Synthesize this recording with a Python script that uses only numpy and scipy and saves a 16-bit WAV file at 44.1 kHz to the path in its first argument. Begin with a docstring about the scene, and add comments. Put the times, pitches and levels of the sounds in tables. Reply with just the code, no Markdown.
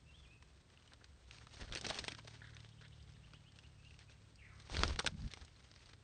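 """A parakeet flaps onto a dead tree and claws its way up the bark into a hollow. Later it takes off again in a
flurry of close wingbeats. Claws and wing tips tick and scrape on the bark, and heavy blows make the hollow limb
knock. Feathers rustle as they slide over each other, wings push puffs of air at the microphone, and a parakeet
gives short rasps. Behind it all are a few faint bird calls, a far engine slowing down and a quiet forest with a
low rumble of traffic."""
import sys
import numpy as np
from scipy import signal
from scipy.fft import rfft, irfft, next_fast_len
from scipy.io import wavfile
from scipy.ndimage import map_coordinates

SR = 44100
rng = np.random.default_rng(int(sys.argv[2]) if len(sys.argv) > 2 else 0)


def transcribe(signal):
    """Save signal, clipped to [-1, 1], as a 16-bit WAV file at the path in sys.argv[1]."""
    frames = np.atleast_2d(signal).T
    limited = np.clip(frames, -1, 1)
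    pcm = np.round(limited * 32767).astype(np.int16)
    wavfile.write(sys.argv[1], SR, pcm)


N = 265967

# claws and wing tips striking bark: (time [s], level [dB], low knock [relative dB],
# brightness [dB per octave], ring of the struck flake [Hz], ring strength [dB], crumbling [0-1])
TAPS = [(0.425, -59, -6, 2, 1140, 11, 0.16), (0.7744, -61.5, 1, -6, 2800, 18, 0.02),
        (0.876, -63, 0, 16, 3060, 28, 0.17), (0.9349, -57, -1, 4.5, 3500, 14, 0.09),
        (1.043, -55.5, -3, 2.5, 5600, -2, 0.3), (1.3107, -50.5, -16, 3, 2600, 11, 0.07),
        (1.334, -62, -6, 4, 2800, 10, 0.07), (1.3848, -57, -6, 2, 2610, 17, 0),
        (1.4685, -54.5, -4, -0.5, 1100, 15, 0.6), (1.557, -61.5, -1, 7, 5630, 8, 0.4),
        (1.6105, -49.5, 4, 1, 2690, 2, 0.5), (1.632, -54, 5, -5, 1500, 7, 0),
        (1.7231, -42.5, -14, -0.5, 3400, 10, 0.34), (1.7511, -41, -3.5, 1, 2410, 1, 0.1),
        (1.7584, -42, 7, -1, 2150, 11, 0.14), (1.7729, -42.5, -3, 4, 4730, 14, 0.07),
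        (1.812, -45.5, 12, 7, 5660, 8, 0.14), (1.866, -37.5, 15, 3, 5600, 8, .22),
        (1.908, -39, -0.5, -1, 800, 18, 0.7), (1.945, -45.5, 4, 2, 3270, 16, 0.06),
        (1.954, -49, 9, 0, 5500, 10, 0.4), (1.977, -47, 4, -0.5, 940, 13, 0.24),
        (2.041, -43.5, 8.5, 1.5, 1840, 9, 0.15), (2.048, -48, -2, 5, 1090, 15, 0.13),
        (2.081, -37.5, 1, 1.5, 1070, 11.5, 0.1), (2.083, -42, -1, 2, 3340, 28, 0.3),
        (2.1194, -45.5, -4, 1.5, 2200, 8, 0.4), (2.149, -50, -12, -4, 3380, -2, 0.13),
        (2.185, -52.5, 1, -1.5, 1000, 21, .2), (2.247, -55.5, 26, 1.5, 600, 6, 0.26),
        (2.309, -61, 2, 0.5, 1980, 1, 0.3), (2.354, -63, -8, -1, 3200, 10, 0.3),
        (2.4181, -52.5, 9, -13, 1640, 22, 0.1), (2.548, -62, -10, 9, 6140, 11, .12),
        (2.567, -52.5, -6, -2.5, 3730, 10, 0.2), (2.6472, -56.5, 9, -4.5, 3500, 18, 0.02),
        (2.604, -59.5, -6, 1, 5500, 9, .25), (2.69, -63.5, 2, 5.5, 3600, 0, 0.3),
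        (2.881, -65, -6, 6, 4600, 5, 0.18), (3.026, -65.5, -5, 4, 4900, 16, .15),
        (3.092, -65, -6, -2, 3200, 8, 0.2), (3.121, -67, -2, 1, 5300, 9, 0.3),
        (3.137, -70, -6, 1, 5030, 10, 0), (3.166, -67, 0, -4, 1900, 10, 0.4),
        (3.3349, -55, 4, -4.5, 2620, 6, 0.2), (3.521, -65.5, -6, 4, 4190, 8, .1),
        (3.559, -64, -2, 3, 3000, 6, 0.23), (3.5878, -55.5, -10, 1.5, 2840, 13, 0.5),
        (3.8478, -65, -4, 2, 3880, 12, .2), (3.9075, -59, -5, 1, 2600, 22, 0.1),
        (3.9426, -63.5, -6, 0, 2700, 20, 0.12), (3.9908, -58, 0, 4, 2600, 16, 0.06),
        (4.097, -65, 0, -3, 1500, 12, 0), (4.3574, -63, -12, 9, 4600, 12, 0.23),
        (4.6005, -58.5, -4, 2.5, 1500, 12, 0.1), (4.673, -60, -6, -3, 4000, 3, 0.3),
        (4.698, -49.5, 10, 2, 980, 21, 0.3), (4.7467, -45, -13, -7, 2400, 14, 0),
        (4.7525, -45.5, -10, 1, 2600, 8, 0.1), (4.7682, -36.5, 0, -1.5, 4580, 13, 0.11),
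        (4.792, -39.5, 13, 3, 4100, 7, 0.13), (4.8344, -26, -1, 0.5, 1273, 11, .06),
        (4.8793, -41, 14, 5.5, 4910, 5, 0.05), (4.8845, -55, -12, -1, 3600, 5, 0.1),
        (4.9601, -48, 1, -0.5, 3500, 7, 0), (4.9918, -33, 2.5, -9, 5500, 6, 0.13),
        (5.0026, -39.5, 4, -17, 1270, 20, 0.15), (5.045, -40, 22, 0, 1020, 12, 0.18),
        (5.064, -32, -5, -3.5, 1500, 2, 0.15), (5.0737, -32.5, -6, -2, 4230, 3, 0.04),
        (5.2041, -66, -6, 1, 4600, 11, 0.26), (5.2188, -59, -6, 3, 4800, 12, 0.4),
        (5.277, -57.5, -9, 0, 4700, 11, 0.24), (5.3146, -53, -12, 1, 4400, 10, 0.3),
        (5.3368, -45, 3.5, 0.5, 2200, 6.5, 0.09), (5.3724, -53.5, 8, -0.5, 1020, 8, 0.25),
        (5.4128, -61, 8, 3, 4900, 10, .1), (5.48, -61.5, -1.5, -5.5, 3200, 7, 0.26),
        (5.562, -65, -9, -5, 4200, 11, .2), (5.7147, -58.5, -2, -0.5, 4900, 11, 0.07),
        (5.7389, -64, -6, -3, 4600, 7, 0.06), (5.7607, -58, 3, -1, 4500, 6, 0.33),
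        (5.7947, -68, -8, 2, 4500, 17, 0.14), (5.8586, -60.5, -10, 3, 4700, 10, 0.2),
        (5.896, -67, -6, -4, 4300, 7, 0.24), (5.9341, -58.5, -13, -2, 4200, 0, 0.14)]
# claws and quills dragged over bark: (time [s], length [s], level [dB], brightness [dB per octave])
SCRAPES = [(0.918, 0.022, -64, -16), (1.01, 0.01, -64, -21), (1.327, 0.0042, -64, 3),
           (1.355, 0.023, -71, 5), (1.411, 0.012, -64, -17), (1.432, 0.013, -81, 11),
           (1.567, 0.0069, -59, -0.5), (1.601, 0.027, -55.5, -2.5), (1.676, 0.013, -59, -6),
           (1.73, 0.0096, -47.5, -2.5), (1.754, 0.03, -53, -2), (1.843, 0.011, -41.5, -2),
           (1.883, 0.018, -45.5, 2), (1.899, 0.0043, -37, 1), (1.986, 0.0064, -38, 1.5),
           (2.08, 0.0065, -47.5, -1.5), (2.18, 0.016, -57, -2), (2.273, 0.0084, -51.5, 0.5),
           (2.809, 0.01, -60, -4), (2.847, 0.0094, -62, -6), (3.994, 0.036, -66, -3),
           (4.095, 0.026, -66.5, 1), (4.988, 0.011, -38, 2), (5.061, 0.0019, -32, 9),
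           (5.07, 0.0034, -37, -4), (5.304, 0.024, -61.5, -1), (5.412, 0.0071, -60.5, -2),
           (5.447, 0.0032, -59, 10), (5.594, 0.01, -65, -2), (5.861, 0.0083, -68.5, -3),
           (5.888, 0.0085, -61.5, 0), (5.93, 0.0059, -60, -3)]
# tone of bark under a claw: (frequency [Hz], relative level [dB])
BARK_TONE = [(60, -15), (180, -5), (400, -0.5), (1100, -4.5), (1450, 1.5), (1950, 1), (2450, 0.5),
             (4100, 2.5), (4900, -1), (5600, -1.5), (6500, -7.5), (7450, -16), (8500, -7), (9700, -30)]
# heavier blows on the hollow limb: (time [s], level [dB], pitch of the spot [Hz])
KNOCKS = [(1.758, -43, 369), (1.866, -40, 434), (1.903, -38, 644), (1.993, -52, 383), (2.025, -53, 288),
          (2.124, -49, 300), (2.278, -53.5, 424), (4.8349, -38, 452)]
# the limb's ringing tones: (multiple of the pitch, relative level [dB], time to fade by 60 dB [s])
LIMB_TONES = [(1, 0, 0.038), (1.63, -6.5, 0.023), (2.4, -9, .022)]
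# the bird shuffles, flutters and settles: (time [s], length [s], level [dB], extra treble [dB])
MOVES = [(0.697, 0.26, -76, -7), (1.309, 0.13, -67.5, 1), (1.531, 0.3, -65.5, 1), (1.582, 0.023, -63.5, 3),
         (1.756, 0.022, -59, 2), (1.846, 0.13, -54.5, -2.5), (1.985, 0.085, -57.5, 1),
         (2.1, 0.021, -63.5, -1), (2.17, .13, -71, 1.5), (2.328, 0.3, -72, -1), (3.081, 0.25, -74.5, -7),
         (3.551, 0.1, -73, -2), (3.83, 0.22, -75, 3), (4.6, 0.092, -71, 2), (4.712, 0.15, -51, -0.5),
         (4.9, 0.041, -52, -4), (5.008, 0.072, -60, 2), (5.09, .12, -70.5, 0.5), (5.219, 0.2, -68, 1),
         (5.462, 0.15, -75, 1), (5.636, 0.24, -73, 0.5)]
# tone of sliding feathers: (frequency [Hz], relative level [dB])
FEATHER_TONE = [(100, -3), (300, 1.5), (900, 1), (1500, 0), (2400, 0), (3300, 1), (4400, 0), (5600, -2),
                (6600, -4.5), (7450, -15), (8500, -5.5), (9400, -29)]
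# wing strokes: (middle time [s], thud level [dB], top of the thud [Hz], swish level [dB])
WING_STROKES = [(1.628, -50.5, 60, -58), (1.715, -50, 57.3, -59), (1.76, -65, 111, -63),
                (1.825, -74, 120, -61), (1.895, -57.5, 147.4, -57), (1.935, -63, 140, -59.5),
                (2.021, -55, 100, -65), (4.742, -44.5, 60, -54), (4.796, -39, 110, -49.5),
                (4.838, -39, 64.6, -46.5), (4.872, -44, 69.7, -51.5), (4.91, -40, 59, -53),
                (4.965, -46, 63.5, -59), (5.076, -49.5, 80, -54.5), (5.143, -49, 185, -79.5),
                (5.206, -47.5, 150.7, -67.5), (5.251, -42, 134, -66), (5.428, -55, 74.5, -65)]
# tone of a wing's swish: (frequency [Hz], relative level [dB])
SWISH_TONE = [(60, -21), (200, 13.5), (350, 8.5), (750, 2), (1500, 0), (2500, -11), (4300, -3.5),
              (7000, -20), (9400, -37)]
# a parakeet's nasal rasps: (middle time [s], half length [s], level [dB])
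RASPS = [(2.119, 0.048, -64.5), (2.346, 0.027, -70), (2.459, 0.074, -62), (2.544, 0.043, -68),
         (2.844, 0.042, -66)]
# tone of its throat: (frequency [Hz], relative level [dB])
THROAT_TONE = [(700, -15), (1250, -5), (1600, 6.5), (2150, 2.5), (2450, -29), (3000, -4), (3600, 0),
               (4300, -10), (6000, -34)]
# a far bird's whistle, arching up and down: (time [s], pitch [Hz], relative level [dB])
ARCHED_WHISTLE = [(0.052, 2530, -74), (.078, 2700, -73), (.1, 2735, -68), (.13, 2730, -75),
                  (0.146, 3197, -65), (.16, 3330, -70), (.178, 3520, -70), (.198, 3504, -66),
                  (.222, 3380, -74), (0.246, 3250, -68), (.256, 2467, -67), (0.299, 2464, -79),
                  (.315, 2580, -65.5), (.345, 2715, -73), (.365, 2740, -80)]
# a far song's rising notes: (time [s], length [s], middle pitch [Hz], rise [Hz], relative level [dB])
SONG_NOTES = [(3.226, 0.036, 2850, 750, -69.5), (3.323, 0.054, 2900, 1214, -68.5),
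              (3.428, 0.046, 2490, 478, -78), (3.455, 0.051, 3080, 623, -69),
              (3.625, 0.051, 2750, 623, -70.5), (3.77, 0.066, 2600, 218.8, -76),
              (3.836, 0.05, 2765, 258, -66), (4.072, 0.082, 2614, 380, -72.5)]
# the hoarse falling note that ends the song: (time [s], pitch [Hz], relative level [dB])
FALLING_NOTE = [(4.372, 3050, -76), (4.408, 2488, -64.5), (4.455, 1950, -64), (4.5, 1444, -76),
                (4.55, 1042, -67.5)]
# a far engine slowing down: (time [s], firing rate [Hz], relative level [dB])
ENGINE_RUN = [(0, 38.81, -69), (1.15, 38.7, -75.5), (1.45, 38.14, -62.5), (2.5, 37.38, -57.5),
              (3.8, 35.69, -63), (4.4, 34.45, -62), (6.03, 31.73, -65.5)]
# tones of its exhaust: (multiple of the firing rate, relative level [dB])
EXHAUST_TONES = [(2, -6), (3, 0), (4, -4.5), (5, -13.5), (7, -19.5)]
# hush of leaves: (frequency [Hz], relative level [dB])
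LEAF_TONE = [(100, -45), (200, 5), (400, 0), (800, -6.5), (1500, -6.5), (2700, -10.5), (4000, -10.5),
             (6000, -16), (7500, -16), (8600, -12), (9400, -35)]
# rumble of far traffic: (frequency [Hz], relative level [dB])
TRAFFIC_TONE = [(20, -25), (40, -4.5), (53, -4.5), (64, 4), (85, -4.5), (120, -10), (160, -9.5),
                (220, -27.5), (400, -60.5)]
# echo of a far sound among the trees: (frequency [Hz], time to fade by 60 dB [s])
ECHO_FADE = [(200, 0.81), (2000, 0.75), (4000, 0.47), (9000, 0.2)]

TOP_HZ = 9600  # upper edge of the treble


def taps(crush=0.15, crush_t60=0.0058, crumble_t60=0.033):
    """A sharp blow crushes the bark, which then crumbles. A t60 is the seconds taken to fade by 60 dB."""
    out, t = np.zeros(N), np.arange(SR // 20) / SR
    for s, db, knock_db, tilt_db, ring_hz, ring_db, crumble in TAPS:
        breaking = crumble * amp(-60 * t / crumble_t60) + crush * amp(-60 * t / crush_t60)
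        force = noise(len(t)) * breaking
        force[0] = 1  # the blow itself
        tick = bark(force, knock_db, tilt_db, ring_hz, ring_db)
        add(out, s, amp(db) * np.sqrt(0.0044 * SR) * tick)
    return out


def knocks(attack_s=0.00072):
    """Struck dead wood rings with a few dull, short tones."""
    out, t = np.zeros(N), np.arange(SR // 12) / SR
    for s, db, hz in KNOCKS:
        ring = np.zeros(len(t))
        for ratio, tone_db, t60 in LIMB_TONES:
            fade = amp(tone_db + 2 * rng.standard_normal() - 60 * t / t60)
            ring += fade * np.sin(2 * np.pi * hz * ratio * t)
        add(out, s, amp(db) * (1 - np.exp(-t / attack_s)) * ring)
    return out


def scrapes(slip_rate=700, slip_db=-2.5, release_t60=0.034):
    """A claw catches and slips many times while it is dragged."""
    out = np.zeros(N)
    for s, length, db, tilt_db in SCRAPES:
        t = np.arange(int((length + release_t60) * SR)) / SR
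        pressure = np.minimum(t / 0.002, 1) * amp(-60 * np.maximum(t - length, 0) / release_t60)
        force = pressure * amp(slip_db * wobble(slip_rate, len(t))) * noise(len(t))
        add(out, s, amp(db) * np.sqrt(length * SR) * bark(force, knock_db=1, tilt_db=tilt_db))
    return out


def crumbs(count=380, flake_hz=3400, t60=0.013):
    """Feet break off tiny ringing flakes of bark, more and louder the more the bird moves."""
    out, t = np.zeros(N), np.arange(SR // 50) / SR
    moving_db = np.minimum(movement_db(), -69)
    shed_so_far = np.cumsum(np.sqrt(amp(moving_db)))
    starts = np.searchsorted(shed_so_far, rng.random(count) * shed_so_far[-1])
    for start, (size, tilt, pitch) in zip(starts, rng.standard_normal((count, 3))):
        db = moving_db[start] + 2 + 3.5 * min(size, 1.7)
        force = noise(len(t)) * amp(-60 * t / t60)
        ring_hz = flake_hz * np.exp(0.5 * pitch)
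        flake = bark(force, knock_db=0.37, tilt_db=2 * tilt - 1, ring_hz=ring_hz, ring_db=11)
        add(out, start / SR, amp(db) * np.sqrt(0.0023 * SR) * flake)
    return out


def bark(force, knock_db, tilt_db, ring_hz=3000, ring_db=0, ring_width_hz=330, size=4096):
    """Bark shaken by a force: the struck flake rings, and bending waves carry highs ahead of lows."""
    hz = np.fft.rfftfreq(size, 1 / SR)
    db = along(BARK_TONE, hz) + knock_db * along([(550, 0.89), (1100, 0.072)], hz)
    db += tilt_db * np.log2(np.clip(hz, 1600, TOP_HZ) / 3700)
    db += ring_db / (1 + ((hz - ring_hz) / ring_width_hz) ** 2)
    db += map_coordinates(noise(128), [hz / 300])  # each spot has its own tone
    # turn these levels into a response that rings only after the blow
    cepstrum = irfft(np.log(amp(db) * lowpass(hz, TOP_HZ, 20)))
    response = np.exp(rfft(np.r_[cepstrum[0], 2 * cepstrum[1:size // 2]], size))
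    delay_s = 0.00056 * lowpass(hz, 1500, 2)  # the lows arrive last
    click = irfft(response * np.exp(-2j * np.pi * np.cumsum(delay_s) * hz[1]))
    sound = signal.fftconvolve(force, click)
    return sound / np.linalg.norm(sound)


def rustle(flutter_db=3.5, unsteady_db=1.96, flicks_per_s=600, treble_hz=3700):
    """Feathers slide unevenly over each other, and their tiny barbs catch and flick free."""
    sliding = unit(noise(N) * amp(flutter_db * wobble(70)))
    flicks = (rng.random(N) < flicks_per_s / SR) * noise(N)
    feathers = coloured(sliding + 0.5 * unit(flicks), FEATHER_TONE)
    brush = filtered(feathers, lambda hz: lowpass(hz, treble_hz, 6))
    hiss = feathers - brush
    moving = amp(movement_db()) * brush + amp(movement_db(treble=True)) * hiss
    return amp(unsteady_db * wobble(18)) * moving


def movement_db(treble=False, resting_db=-77.5, rise_s=0.17, fall_s=0.27):
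    """Level of the feathers, or of their treble: every move rises quickly, holds and dies away."""
    t = np.arange(N) / SR
    power = amp(resting_db) ** 2
    for s, length, db, treble_db in MOVES:
        early, late = np.maximum(s - t, 0), np.maximum(t - s - length, 0)
        fade_db = 60 * (early / rise_s + late / fall_s)
        power = power + amp(db + treble * treble_db - fade_db) ** 2
    return 10 * np.log10(power)


def wings(half_stroke_s=0.046, fastest_eddy_hz=300):
    """Each stroke swishes and sends a thudding puff of swirling air against the microphone."""
    out, size = np.zeros(N), int(2 * half_stroke_s * SR)
    for s, thud_db, top_hz, swish_db in WING_STROKES:
        def thud_band(hz):
            return (1 - lowpass(hz, 35, 3)) * lowpass(hz, top_hz, 3) * lowpass(hz, fastest_eddy_hz, 8)
        thud = filtered(noise(size), thud_band)
        swish = coloured(noise(size) * amp(7.8 * wobble(300.8, size)), SWISH_TONE)
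        add(out, s - half_stroke_s, amp(thud_db) * swell(thud) + amp(swish_db) * swell(swish))
    return out


def rasps(rough_db=4):
    """Rough bursts of noise pass through a parakeet's small throat."""
    out = np.zeros(N)
    for s, half_length, db in RASPS:
        size = int(2 * half_length * SR)
        breath = noise(size) * amp(rough_db * wobble(249, size))
        add(out, s - half_length, amp(db) * swell(coloured(breath, THROAT_TONE)))
    return out


def far_birds(gain_db=-2, chatter_start_s=2.582, gap_s=0.062, slowing_s=0.00093):
    """An arched whistle, then a song: slowing chatter, rising notes and a falling note, all echoing."""
    chatter, notes = np.zeros(N), np.zeros(N)
    for k in range(9):
        s = chatter_start_s + gap_s * k + slowing_s * k ** 2
        db = -72 + 0.07 * k + 2 * rng.standard_normal()
        add(chatter, s, amp(db) * rising_note(length=0.033, hz=3250, rise_hz=910, hoarse=0.45))
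    for s, length, hz, rise_hz, db in SONG_NOTES:
        add(notes, s, amp(db) * rising_note(length, hz, rise_hz, hoarse=0.19))
    falling = gliding_note(FALLING_NOTE, hoarse=0.42)
    arched = gliding_note(ARCHED_WHISTLE, hoarse=0.11)
    calls = among_trees(arched + chatter, echo_db=-5.5) + among_trees(notes, echo_db=-9)
    return amp(gain_db) * (calls + among_trees(falling, echo_db=-0.5))


def rising_note(length, hz, rise_hz, hoarse):
    """A short bird note that sweeps up through the pitch hz."""
    return whistle(hz + rise_hz * np.linspace(-0.5, 0.5, int(length * SR)), hoarse)


def gliding_note(path, hoarse):
    """A long bird note that follows (time [s], pitch [Hz], level [dB]) points."""
    out = np.zeros(N)
    times, pitches, levels = np.transpose(path)
    t = np.arange(times[0], times[-1], 1 / SR)
    note = whistle(np.interp(t, times, pitches), hoarse)
    add(out, times[0], amp(np.interp(t, times, levels)) * note)
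    return out


def whistle(hz, hoarse, edge_s=0.015):
    """A bird's tone along a pitch path; a hoarse one wavers fast and at random in pitch."""
    t = np.arange(len(hz)) / SR
    hz = hz * (1 + 0.2 * hoarse * wobble(1100, len(t)) + 0.005 * wobble(80, len(t)))
    fade = np.minimum(np.minimum(t, t[-1] - t) / edge_s, 1)
    loudness = fade * amp(2 * wobble(90, len(t)))
    return unit(loudness * np.sin(2 * np.pi * np.cumsum(hz) / SR))


def engine(gain_db=-1.6):
    """Only the low tones of the exhaust carry this far, each fading in and out."""
    t, hum = np.arange(N) / SR, np.zeros(N)
    times, firing_hz, levels = np.transpose(ENGINE_RUN)
    phase = 2 * np.pi * np.cumsum(np.interp(t, times, firing_hz)) / SR
    for multiple, db in EXHAUST_TONES:
        loudness = amp(db + 1.6 * wobble(5.02))
        drift = 0.18 * wobble(6) + 2 * np.pi * rng.random()
        hum += loudness * np.sin(multiple * phase + drift)
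    return amp(np.interp(t, times, levels) + gain_db) * unit(hum)


def forest(leaves_db=-73.0, traffic_db=-65.5):
    """A hush of stirring leaves over the rumble of far traffic."""
    stirring_db = 0.4 * wobble(3) + 0.8 * wobble(30)
    leaves = amp(leaves_db + stirring_db) * coloured(noise(N), LEAF_TONE)
    traffic = amp(traffic_db + wobble(3.22)) * coloured(noise(N), TRAFFIC_TONE)
    return leaves + traffic


def among_trees(x, echo_db, reach=1.0):
    """A sound plus its thin echo off trunks and leaves, longer the further it reaches into the wood."""
    hz, t, bands = signal.stft(noise(SR), SR, nperseg=256)
    t60 = reach * along(ECHO_FADE, hz)[:, None]
    tail = signal.istft(bands * amp(-60 * t / t60), SR, nperseg=256)[1]
    return x + amp(echo_db) * signal.fftconvolve(x, tail / np.linalg.norm(tail))[:N]


def amp(db):
    """Turn decibels into a number to multiply by."""
    return 10 ** (np.asarray(db) / 20)


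def unit(x):
    """Scale a sound to an average strength (rms) of 1."""
    return x / np.sqrt(np.mean(x ** 2) + 1e-20)


def noise(size):
    """Plain white noise."""
    return rng.standard_normal(size)


def wobble(rate, size=N):
    """A smooth curve through rate random values a second."""
    return map_coordinates(noise(int(size * rate / SR) + 4), [np.arange(size) * rate / SR])


def along(points, hz):
    """Read between (frequency [Hz], value) points, with octaves evenly spaced."""
    frequencies, values = np.transpose(points)
    return np.interp(np.log(hz + 1), np.log(frequencies + 1), values)


def lowpass(hz, edge_hz, steepness):
    """A curve that is near 1 below the edge and falls toward 0 above it."""
    return 1 / (1 + (hz / edge_hz) ** steepness)


def filtered(x, response):
    """Scale each frequency of a sound by response(hz)."""
    size = next_fast_len(len(x) + 8192)
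    return irfft(rfft(x, size) * response(np.fft.rfftfreq(size, 1 / SR)), size)[:len(x)]


def coloured(x, tone):
    """Shape a sound with a tone table and scale it to strength 1."""
    return unit(filtered(x, lambda hz: amp(along(tone, hz))))


def swell(x):
    """Make a noise rise and fall smoothly."""
    return unit(x * np.hanning(len(x))) / np.sqrt(2)


def add(track, s, sound):
    """Mix a sound into a track from time s on."""
    start = max(round(s * SR), 0)
    track[start:start + len(sound)] += sound[:max(len(track) - start, 0)]


def scene():
    """The near bird with hardly any echo, far birds with more; both ears hear the same."""
    near = taps() + knocks() + scrapes() + rustle() + crumbs() + rasps()
    mono = among_trees(near, echo_db=-28.5, reach=0.22) + far_birds() + wings() + engine() + forest()
    return np.array([mono, mono])


def record(dry):
    """Cut off the highest treble, around TOP_HZ."""
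    return np.array([filtered(x, lambda hz: np.clip((TOP_HZ - hz) / 300 + 0.5, 0, 1)) for x in dry])


dry = scene()
out = record(dry)
transcribe(out)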